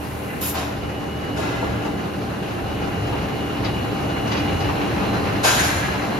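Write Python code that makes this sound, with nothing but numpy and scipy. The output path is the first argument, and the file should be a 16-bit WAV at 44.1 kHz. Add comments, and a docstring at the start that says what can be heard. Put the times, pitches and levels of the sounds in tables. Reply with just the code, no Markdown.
"""Forging hall with conveyor and pneumatic valves.

Furnace burners rumble, blowers roar and motors hum while the listener walks up to the furnace mouth.
A roller conveyor carries a steel disc: chain and bearings rattle, a dry roller squeals, the disc
knocks and scrapes. Air leaks, then valves vent into the hall: a thin jet, dull puffs with the clunk
of a piston, and near the end a loud exhaust blast that leaves a steel housing ringing."""
import sys
import numpy as np
from scipy import signal
from scipy.fft import rfft, irfft, next_fast_len
from scipy.io import wavfile

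SR = 44100
rng = np.random.default_rng(int(sys.argv[2]) if len(sys.argv) > 2 else 0)


def wav_out(sig):
    """Save sig, one row per channel (or a flat mono array), as 16-bit PCM at SR to the path in sys.argv[1]."""
    wavfile.write(sys.argv[1], SR, np.round(np.clip(np.atleast_2d(sig).T, -1, 1) * 32767).astype(np.int16))


N = 273243
TIME = np.arange(N) / SR
FFT_SIZE = next_fast_len(N + 2 * SR)
HZ = np.maximum(np.arange(FFT_SIZE // 2 + 1) * SR / FFT_SIZE, 1)


def from_db(db):
    """Decibels to gain."""
    return 10 ** (np.asarray(db) / 20)


def unit_rms(x):
    """Scale to rms 1."""
    return x / np.sqrt(np.mean(x ** 2) + 1e-20)


def gain_curve(rows):
    """Gain at every sample from rows of seconds and dB."""
    return from_db(np.interp(TIME, *np.transpose(rows)))


def at_hz(rows, hz, column=1):
    """Read one column of a table along log frequency."""
    table = np.array(rows)
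    return np.interp(np.log(hz), np.log(table[:, 0]), table[:, column])


def filtered(x, response):
    """Apply a frequency response."""
    return irfft(rfft(x, FFT_SIZE) * response, FFT_SIZE)[..., :N]


def resonant(modes):
    """A flat response plus narrow resonances."""
    return 1 + sum(from_db(db) / (1 + 2j * (HZ - hz) / width_hz) for hz, width_hz, db in modes)


def envelope(start_s, rise_s, hold_s, decay_s):
    """Linear attack, exponential release; the hold counts from the start."""
    attack = np.clip((TIME - start_s) / rise_s, 0, 1)
    return attack * np.exp(-np.maximum(TIME - start_s - hold_s, 0) / decay_s)


def drift(rate_hz):
    """Smooth random wander of rms 1."""
    hop, settle = 100, 1000
    pole = np.exp(-2 * np.pi * rate_hz * hop / SR)
    noise = rng.standard_normal(N // hop + settle + 2)
    slow = signal.lfilter([1], [1, -2 * pole, pole * pole], noise)[settle:]
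    return np.interp(np.arange(N) / hop, np.arange(len(slow)), unit_rms(slow))


def patchy(x, depth_db, rate_hz):
    """Each half-octave band swells and sinks on its own."""
    centres_hz = np.geomspace(700, 7000, 8)
    bands = [np.interp(np.log(HZ), np.log(centres_hz), row) for row in np.eye(len(centres_hz))]
    return sum(filtered(x, band) * from_db(depth_db * drift(rate_hz)) for band in bands)


def approach(exponent, start_m=8.7, end_m=1.39, walk_s=4.63):
    """Gain of rms 1 that grows as the listener walks up to the furnace, then stands."""
    distance_m = start_m + (end_m - start_m) * np.minimum(TIME / walk_s, 1)
    return unit_rms(distance_m ** -exponent)


# Sound field of the hall. Each row: frequency in Hz, left-right coherence.
COHERENCE = [(50, .98), (125, .9), (250, .76), (500, .32), (1000, .05), (1800, .05), (2800, .4),
             (3600, .25), (4500, .5), (5600, .3), (7000, .45), (7700, .998), (9600, .998), (10500, .7),
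             (11500, .75), (12500, .99)]

def diffuse_noise(colour=1, grain=1):
    """Stereo noise from all around, rms 1; colour shapes it in frequency, grain in time."""
    coherence = np.clip(at_hz(COHERENCE, HZ), -0.999, 0.999)
    noise = grain * rng.standard_normal((2, N))
    mid, side = filtered(noise, colour * np.sqrt([1 + coherence, 1 - coherence]))
    return unit_rms(np.array([mid + side, mid - side]))


def turbulence(spectrum):
    """Flow noise filling the hall."""
    return diffuse_noise(from_db(at_hz(spectrum, HZ)))


def tone(hz, wander_hz, rate_hz):
    """A machine tone whose speed wanders; the hall sways its phase between the sides."""
    phase = 2 * np.pi * np.cumsum(hz + wander_hz * drift(rate_hz)) / SR
    sway = np.sqrt(1 - at_hz(COHERENCE, hz)) * drift(2.7) / 2
    return np.sqrt(2) * np.sin([phase + sway, phase - sway])


def chatter(start_s, db, low_hz, high_hz, decay_s):
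    """A dying burst of contacts within one band."""
    t = TIME[:SR // 4]
    bandpass = signal.butter(3, [low_hz, high_hz], "band", fs=SR, output="sos")
    burst = unit_rms(signal.sosfilt(bandpass, rng.standard_normal(len(t))))
    out, start = np.zeros(N), int(start_s * SR)
    out[start:start + len(t)] = from_db(db) * burst * np.exp(-t / decay_s)
    return out


def shaken_steel(events, modes, judder_db):
    """A rough, juddering force drives steel at its resonances."""
    force = sum(from_db(db) * envelope(start_s, *shape_s) for start_s, db, *shape_s in events)
    body = sum(from_db(db) / (1 + ((HZ - hz) / width_hz) ** 2) for hz, width_hz, db in modes)
    judder = unit_rms(from_db(judder_db * drift(45)))
    return force * judder * diffuse_noise(body)


# Reverberation. Each row: frequency in Hz, T60 in seconds.
REVERB_T60 = [(100, 0.94), (1000, 2), (3000, 0.56), (6000, 0.15), (12000, 0.17)]

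def hall(x, early_s, tail_db):
    """Dense early reflections off the machines, then a long tail that loses its treble first."""
    t = TIME[:2 * SR]
    noise = diffuse_noise()[:, :len(t)]
    early = np.exp(-t / early_s)
    response = noise * early * np.sqrt(2 / (early_s * SR))
    edges_hz = np.geomspace(60, 18000, 9)
    for low, high in zip(edges_hz, edges_hz[1:]):
        band = signal.sosfilt(signal.butter(2, [low, high], "band", fs=SR, output="sos"), noise)
        decay_per_s = np.log(1000) / at_hz(REVERB_T60, np.sqrt(low * high))
        tail = band * np.exp(-decay_per_s * t) * np.sqrt(2 * decay_per_s / SR)
        response += from_db(tail_db) * (1 - early) * tail
    return filtered(x, rfft(response, FFT_SIZE))


# Furnace noise spectra. Each row: frequency in Hz, relative density in dB.
RUMBLE_SPECTRUM = [(15, -45), (25, -22), (32, -24), (46, 4.5), (58, -1), (76, 3), (100, 6), (130, 0.5),
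                   (200, -15), (600, -73)]
ROAR_SPECTRUM = [(20, -36), (70, -12), (130, -1.5), (190, 0), (240, -2), (310, -2.5), (400, -4), (550, -8),
                 (800, -10.5), (1200, -46), (3000, -47), (9000, -93)]
HISS_SPECTRUM = [(1000, -30), (3000, -14), (7200, -6), (8000, 2), (8700, -1.5), (11500, -4), (12800, -8),
                 (13700, -19), (15500, -32)]
# Loudness of the rumble and roar; the roar dips after the blast.
# Each row: time in seconds, relative level in dB.
RUMBLE_LEVELS = [(0, -40), (.6, -41), (.85, -33), (1.08, -43), (1.45, -35.5), (1.9, -39), (2.38, -40),
                 (3.03, -32), (3.45, -36.5), (3.62, -31), (4.35, -37), (4.62, -28), (5.05, -31.5),
                 (5.25, -31), (5.52, -35), (5.8, -30), (6.2, -46)]
ROAR_LEVELS = [(0.0, -32), (1.17, -30), (1.43, -28), (2.45, -29.5), (2.62, -28), (3.28, -28), (4.43, -25),
               (4.61, -25.5), (5.33, -25), (5.49, -27.5), (5.78, -29.5), (6.2, -25.5)]

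def furnace(surge_db=1.5, flutter_db=0.5):
    """The burner rumbles and surges at random, the blowers roar and air hisses thinly."""
    rumble_gain = gain_curve(RUMBLE_LEVELS) * from_db(surge_db * drift(8.1))
    rumble = rumble_gain * turbulence(RUMBLE_SPECTRUM)
    roar_gain = gain_curve(ROAR_LEVELS) * from_db(0.5 + flutter_db * drift(28))
    roar = roar_gain * turbulence(ROAR_SPECTRUM)
    hiss = from_db(-47) * approach(0.3) * turbulence(HISS_SPECTRUM)
    return rumble + roar + hiss


# Motor and fan tones. Each row: frequency in Hz, level in dB, wander in Hz.
MOTOR_TONES = [(49, -61, 0.6), (75.8, -40, 1.85), (115.3, -37, 1.116), (195.4, -40, 2.5),
               (287.4, -40, 1.515), (292.1, -37, 1.094), (426, -46, 1.61), (790.4, -41, 1.336),
               (848, -51.5, 2.03), (1041, -49.5, 1.15), (1523, -57, 1.32), (2097, -56, 2.63)]

def motors(waver_db=1.2):
    """Tones that swell with the roar and waver in the standing waves of the hall."""
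    hum = sum(from_db(db + waver_db * drift(2)) * tone(hz, wander_hz, rate_hz=2.86)
              for hz, db, wander_hz in MOTOR_TONES)
    return unit_rms(gain_curve(ROAR_LEVELS)) * hum


# Low motor notes. Each row: start in seconds, hold in seconds, frequency in Hz, level in dB.
DRONE_NOTES = [(-.2, 1.7, 77.9, -39.5), (2.4, 0.77, 72.4, -39.5), (5.897, .3, 77.3, -32)]

def drone(fade_s=0.37):
    """A low motor note comes and goes."""
    return sum(from_db(db) * envelope(start_s, fade_s, hold_s, fade_s) * tone(hz, 0.5, rate_hz=2.4)
               for start_s, hold_s, hz, db in DRONE_NOTES)


# Rolling noise. Each row: frequency in Hz, relative density in dB.
RATTLE_SPECTRUM = [(60, -31), (300, -7), (600, 0.5), (850, 1), (1100, 0.5), (1500, -2.5), (2100, -6.5),
                   (2800, -6.5), (3400, -14), (4100, -14), (5000, -19.5), (7000, -24), (10000, -91),
                   (15000, -69)]

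def conveyor_rattle(ticks_per_s=250, spread_db=4.5, tick_decay_s=0.018):
    """Chain links and bearings tick over their rolling noise; the colour shifts from roller to roller."""
    sizes = from_db(spread_db * np.minimum(rng.exponential(1, N), 3.5))
    tick_energy = (rng.random(N) < ticks_per_s / SR) * sizes ** 2
    pole = np.exp(-1 / (tick_decay_s * SR))
    ringing = np.sqrt(signal.lfilter([1], [1, -pole], tick_energy + 1e-12))
    grain = 1 + from_db(-1.5) * unit_rms(ringing)
    rattle = diffuse_noise(from_db(at_hz(RATTLE_SPECTRUM, HZ)), grain)
    return from_db(-30.5) * approach(0.45) * patchy(rattle, depth_db=1.3, rate_hz=11)


# Bearing tones. Each row: frequency in Hz, relative level in dB, wander in Hz.
BEARING_TONES = [(3908, -10, 14), (4092, -3, 3), (4150, -8, 45), (4272, -11, 18)]

def bearing_whistle(waver_db=2.6):
    """One bearing whistles thinly and unevenly."""
    whistle = sum(from_db(db + waver_db * drift(11)) * tone(hz, wander_hz, rate_hz=14.24)
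                  for hz, db, wander_hz in BEARING_TONES)
    return from_db(-51.5) * approach(0.91) * whistle


def shaft_whine(hz=2835, turn_s=0.269, peak_s=2.68):
    """A whine that throbs once per turn of a shaft."""
    throb = unit_rms(np.abs(np.cos(np.pi * (TIME - peak_s) / turn_s)))
    return from_db(-50.5) * approach(0.36) * throb * tone(hz, wander_hz=1.56, rate_hz=7.4)


# Spells of squealing. Each row: start in seconds, hold in seconds, level in dB.
SQUEAL_SPELLS = [(.8, .27, -46), (1.07, .29, -43.5), (1.72, .33, -47.5), (2.32, .17, -49), (2.65, .28, -45),
                 (2.93, .29, -41.5), (3.29, .29, -41.3), (3.68, .2, -41), (3.88, .23, -42.3),
                 (4.11, .26, -38.8), (4.38, .29, -39.7)]

def dry_roller(hz=2916, sag_hz_per_s=4, idle_db=-58, waver_db=0.6):
    """A dry roller catches and squeals with stick-slip flutter, singing faintly between spells."""
    rubbing = from_db(idle_db)
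    for start_s, hold_s, db in SQUEAL_SPELLS:
        spell = from_db(db) * envelope(start_s, 0.022, hold_s, 0.018)
        rubbing = np.maximum(rubbing, spell)
    waver = from_db(waver_db * drift(14))
    stick_slip = 1 + 0.23 * drift(70)
    squeal = tone(hz - sag_hz_per_s * TIME, wander_hz=3, rate_hz=25)
    return rubbing * unit_rms(waver * stick_slip) * squeal


# Scraping contacts. Each row: start in seconds, level in dB, then rise, hold and decay in seconds.
DISC_SCRAPES = [(.24, -38.5, .08, 0.13, 0.062), (1.98, -43, .02, 0.033, .03),
                (2.86, -41, 0.035, 0.056, .04), (3.33, -40, 0.022, .02, 0.027),
                (4.14, -38, .02, 0.026, .03), (4.29, -35, .03, .14, .08), (5.24, -36, 0.021, .07, .03)]
# Roller resonances. Each row: frequency in Hz, width in Hz, relative gain in dB.
ROLLER_MODES = [(1470, 80, -1), (1750, 90, -6), (2040, 70, 0), (2400, 100, -6), (2750, 90, -7)]

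def disc_scrapes():
    """The disc scrapes over a roller and sets it ringing."""
    return shaken_steel(DISC_SCRAPES, ROLLER_MODES, judder_db=3)


# Knocks on the rollers. Each row: start in seconds, relative level in dB, brightness in Hz.
DISC_KNOCKS = [(1.847, -41.5, 8000), (3.068, -42, 8000), (3.646, -27, 4000), (4.273, -37, 7500),
               (4.315, -27.5, 5000), (4.368, -29.5, 4600), (4.602, -33, 4800), (4.641, -37, 3800)]
# Disc resonances. Each row: frequency in Hz, width in Hz, gain in dB.
DISC_MODES = [(960, 60, 0), (1450, 50, 2), (1780, 40, 2), (2460, 18, 11), (2910, 30, 4), (3400, 25, 5),
              (3840, 45, 1), (4240, 24, 9), (4730, 100, -1)]

def disc_knocks():
    """Steel chatters on steel, bright or dull with the contact, and rings the disc."""
    contacts = sum(chatter(start_s, db, hz / 5.6, hz * 1.07, decay_s=0.029)
                   for start_s, db, hz in DISC_KNOCKS)
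    return filtered(contacts, resonant(DISC_MODES))


# Heavy blows. Each row: start in seconds, relative level in dB, upper band edge in Hz.
HEAVY_BLOWS = [(1.386, -22.5, 597), (1.426, -30, 620), (1.625, -24, 1000), (1.848, -24, 1000),
               (3.122, -25, 1100)]

def clunks(low_hz=190):
    """The piston and other heavy parts land with dull blows."""
    return sum(chatter(start_s, db, low_hz, high_hz, decay_s=0.031)
               for start_s, db, high_hz in HEAVY_BLOWS)


def vent(openings, spectrum, modes=()):
    """A valve opens, air rushes out and the pressure runs down; resonances colour the rush."""
    colour = resonant(modes) * from_db(at_hz(spectrum, HZ))
    octaves = np.log2(np.maximum(HZ, 100) / 1000)
    out = np.zeros((2, N))
    for start_s, db, rise_s, hold_s, decay_s, tilt_db in openings:
        pressure = envelope(start_s, rise_s, hold_s, decay_s)
        out += from_db(db) * pressure * diffuse_noise(colour * from_db(tilt_db * octaves))
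    return out


# Leak hiss. Each row: frequency in Hz, relative density in dB.
LEAK_SPECTRUM = [(1000, -35), (3000, -20), (6800, -12), (7700, -2), (8700, 1), (10000, -4), (11500, -3),
                 (12800, -8), (13600, -17), (15500, -15)]

def air_leak(until_s, fade_s=0.022):
    """Leaking air hisses, then shuts off."""
    leaking = np.clip(1 + (until_s - TIME) / fade_s, 0, 1)
    return from_db(-44.5) * leaking * turbulence(LEAK_SPECTRUM)


# Valve openings. Each row: start in seconds, relative level in dB, then rise, hold and pressure
# decay in seconds, tilt in dB per octave.
JET_OPENINGS = [(.407, -26.5, 0.0086, 0.085, 0.041, 3.5), (.538, -34, 0.014, 0.14, 0.058, -5)]
PUFF_OPENINGS = [(.54, -28.5, 0.011, 0.052, 0.073, 6.1), (1.358, -30.5, 0.016, 0.047, 0.041, 5.6),
                 (1.41, -28, 0.02, 0.052, 0.29, 3)]
BLAST_OPENINGS = [(5.428, -14, 0.021, 0.025, 0.14, -0.28), (5.572, -24, 0.02, 0.062, 0.13, -0.032)]
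# Spectra of the venting air. Each row: frequency in Hz, relative density in dB.
JET_SPECTRUM = [(200, -27), (700, 8), (2000, 3.5), (4000, -3.5), (6500, -6.5), (8000, -1), (10500, -2),
                (12000, 0.5), (13300, -9), (15000, -20), (16000, -20)]
PUFF_SPECTRUM = [(40, -25), (120, -20), (300, 17), (700, 10), (1100, 5.5), (1700, -1), (2800, -6.5),
                 (4200, -15), (6500, -22), (10000, -26.5), (13000, -42), (16000, -74)]
BLAST_SPECTRUM = [(100, -8), (250, 3.5), (800, 9), (1100, 5), (1600, 6), (2600, 2.5), (4000, 1),
                  (6200, -6.5), (7500, -0.5), (9500, 4), (12500, -8.5), (14000, -23), (16000, -30)]
# Resonances in the puffs and the blast. Each row: frequency in Hz, width in Hz, gain in dB.
PUFF_RESONANCES = [(1390, 14, 1), (1670, 11, 1), (2030, 13, -1), (2670, 8, -3), (2950, 60, -17),
                   (4150, 60, -18)]
SILENCER_MODES = [(1660, 160, -3), (2100, 50, 0), (2350, 70, -2), (2670, 80, -1), (3295, 90, -3),
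                  (4160, 50, 3.5), (4655, 45, 5.5), (5050, 130, 4), (5760, 60, 8.5), (6170, 150, 12),
                  (6810, 130, 6)]

def valves(direct_db=-1.65, hall_db=-5):
    """A thin jet, dull, ringing puffs of air and a sputtering blast through the silencer."""
    exhaust = vent(BLAST_OPENINGS, BLAST_SPECTRUM, SILENCER_MODES)
    blast = patchy(exhaust, depth_db=1.4, rate_hz=26)
    jet = vent(JET_OPENINGS, JET_SPECTRUM)
    puffs = vent(PUFF_OPENINGS, PUFF_SPECTRUM, PUFF_RESONANCES)
    air = jet + puffs + blast
    return from_db(direct_db) * air + from_db(hall_db) * hall(air[0], early_s=0.0095, tail_db=4)


# Spells of ringing. Each row: start in seconds, level in dB, then rise, hold and decay in seconds.
HOUSING_SURGES = [(5.45, -33, .03, .02, .1), (5.58, -25, .02, .02, .05), (5.66, -29.5, .04, .06, .33)]
CLUNK_RING = [(1.39, -34.5, .04, .2, .24)]
# Housing resonances. Each row: frequency in Hz, width in Hz, relative gain in dB.
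HOUSING_MODES = [(1380, 12, -8), (1540, 12, 2.5), (1660, 20, 2), (1800, 26, -4), (1950, 24, -2),
                 (2102, 12, 4), (2340, 18, -2)]

def steel_ringing():
    """The housing rings on after each surge of the blast; a metallic ring lingers after the clunk."""
    housing = shaken_steel(HOUSING_SURGES, HOUSING_MODES, judder_db=1)
    after_clunk = shaken_steel(CLUNK_RING, PUFF_RESONANCES, judder_db=1)
    return housing + after_clunk


def scene():
    """The running plant, with valves and knocks sounding through the hall."""
    pneumatics = air_leak(until_s=JET_OPENINGS[0][0]) + valves()
    conveyor = conveyor_rattle() + bearing_whistle() + dry_roller() + shaft_whine() + disc_scrapes()
    background = furnace() + motors() + drone()
    steel = steel_ringing() + hall(disc_knocks() + clunks(), early_s=0.0089, tail_db=-9)
    return background + conveyor + steel + pneumatics


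# Microphone pair. Each row: frequency in Hz, lag of the left side in radians, left over right in dB.
MIC_PORTS = [(100, 0, 0), (2000, 0, .3), (3000, -.7, .5), (4300, -.4, 2.5), (5100, -.5, 3.5), (6000, .8, 5),
             (7000, 1.4, 3), (7700, 3.1, 0), (9600, 3.18, 0), (10900, 4.6, 0), (12400, 6.3, 0)]

def record(dry, ceiling=1.6, cutoff_hz=15650):
    """The two microphone ports differ in treble phase and level; peaks are rounded and the top is cut."""
    lag_rad, balance_db = at_hz(MIC_PORTS, HZ, column=1), at_hz(MIC_PORTS, HZ, column=2)
    ports = np.array([from_db(balance_db / 2) * np.exp(-1j * lag_rad), from_db(-balance_db / 2)])
    rounded = ceiling * np.tanh(filtered(dry, ports) / ceiling)
    return filtered(rounded, 1 / np.sqrt(1 + (HZ / cutoff_hz) ** 200))


dry = scene()
out = record(dry)
wav_out(out)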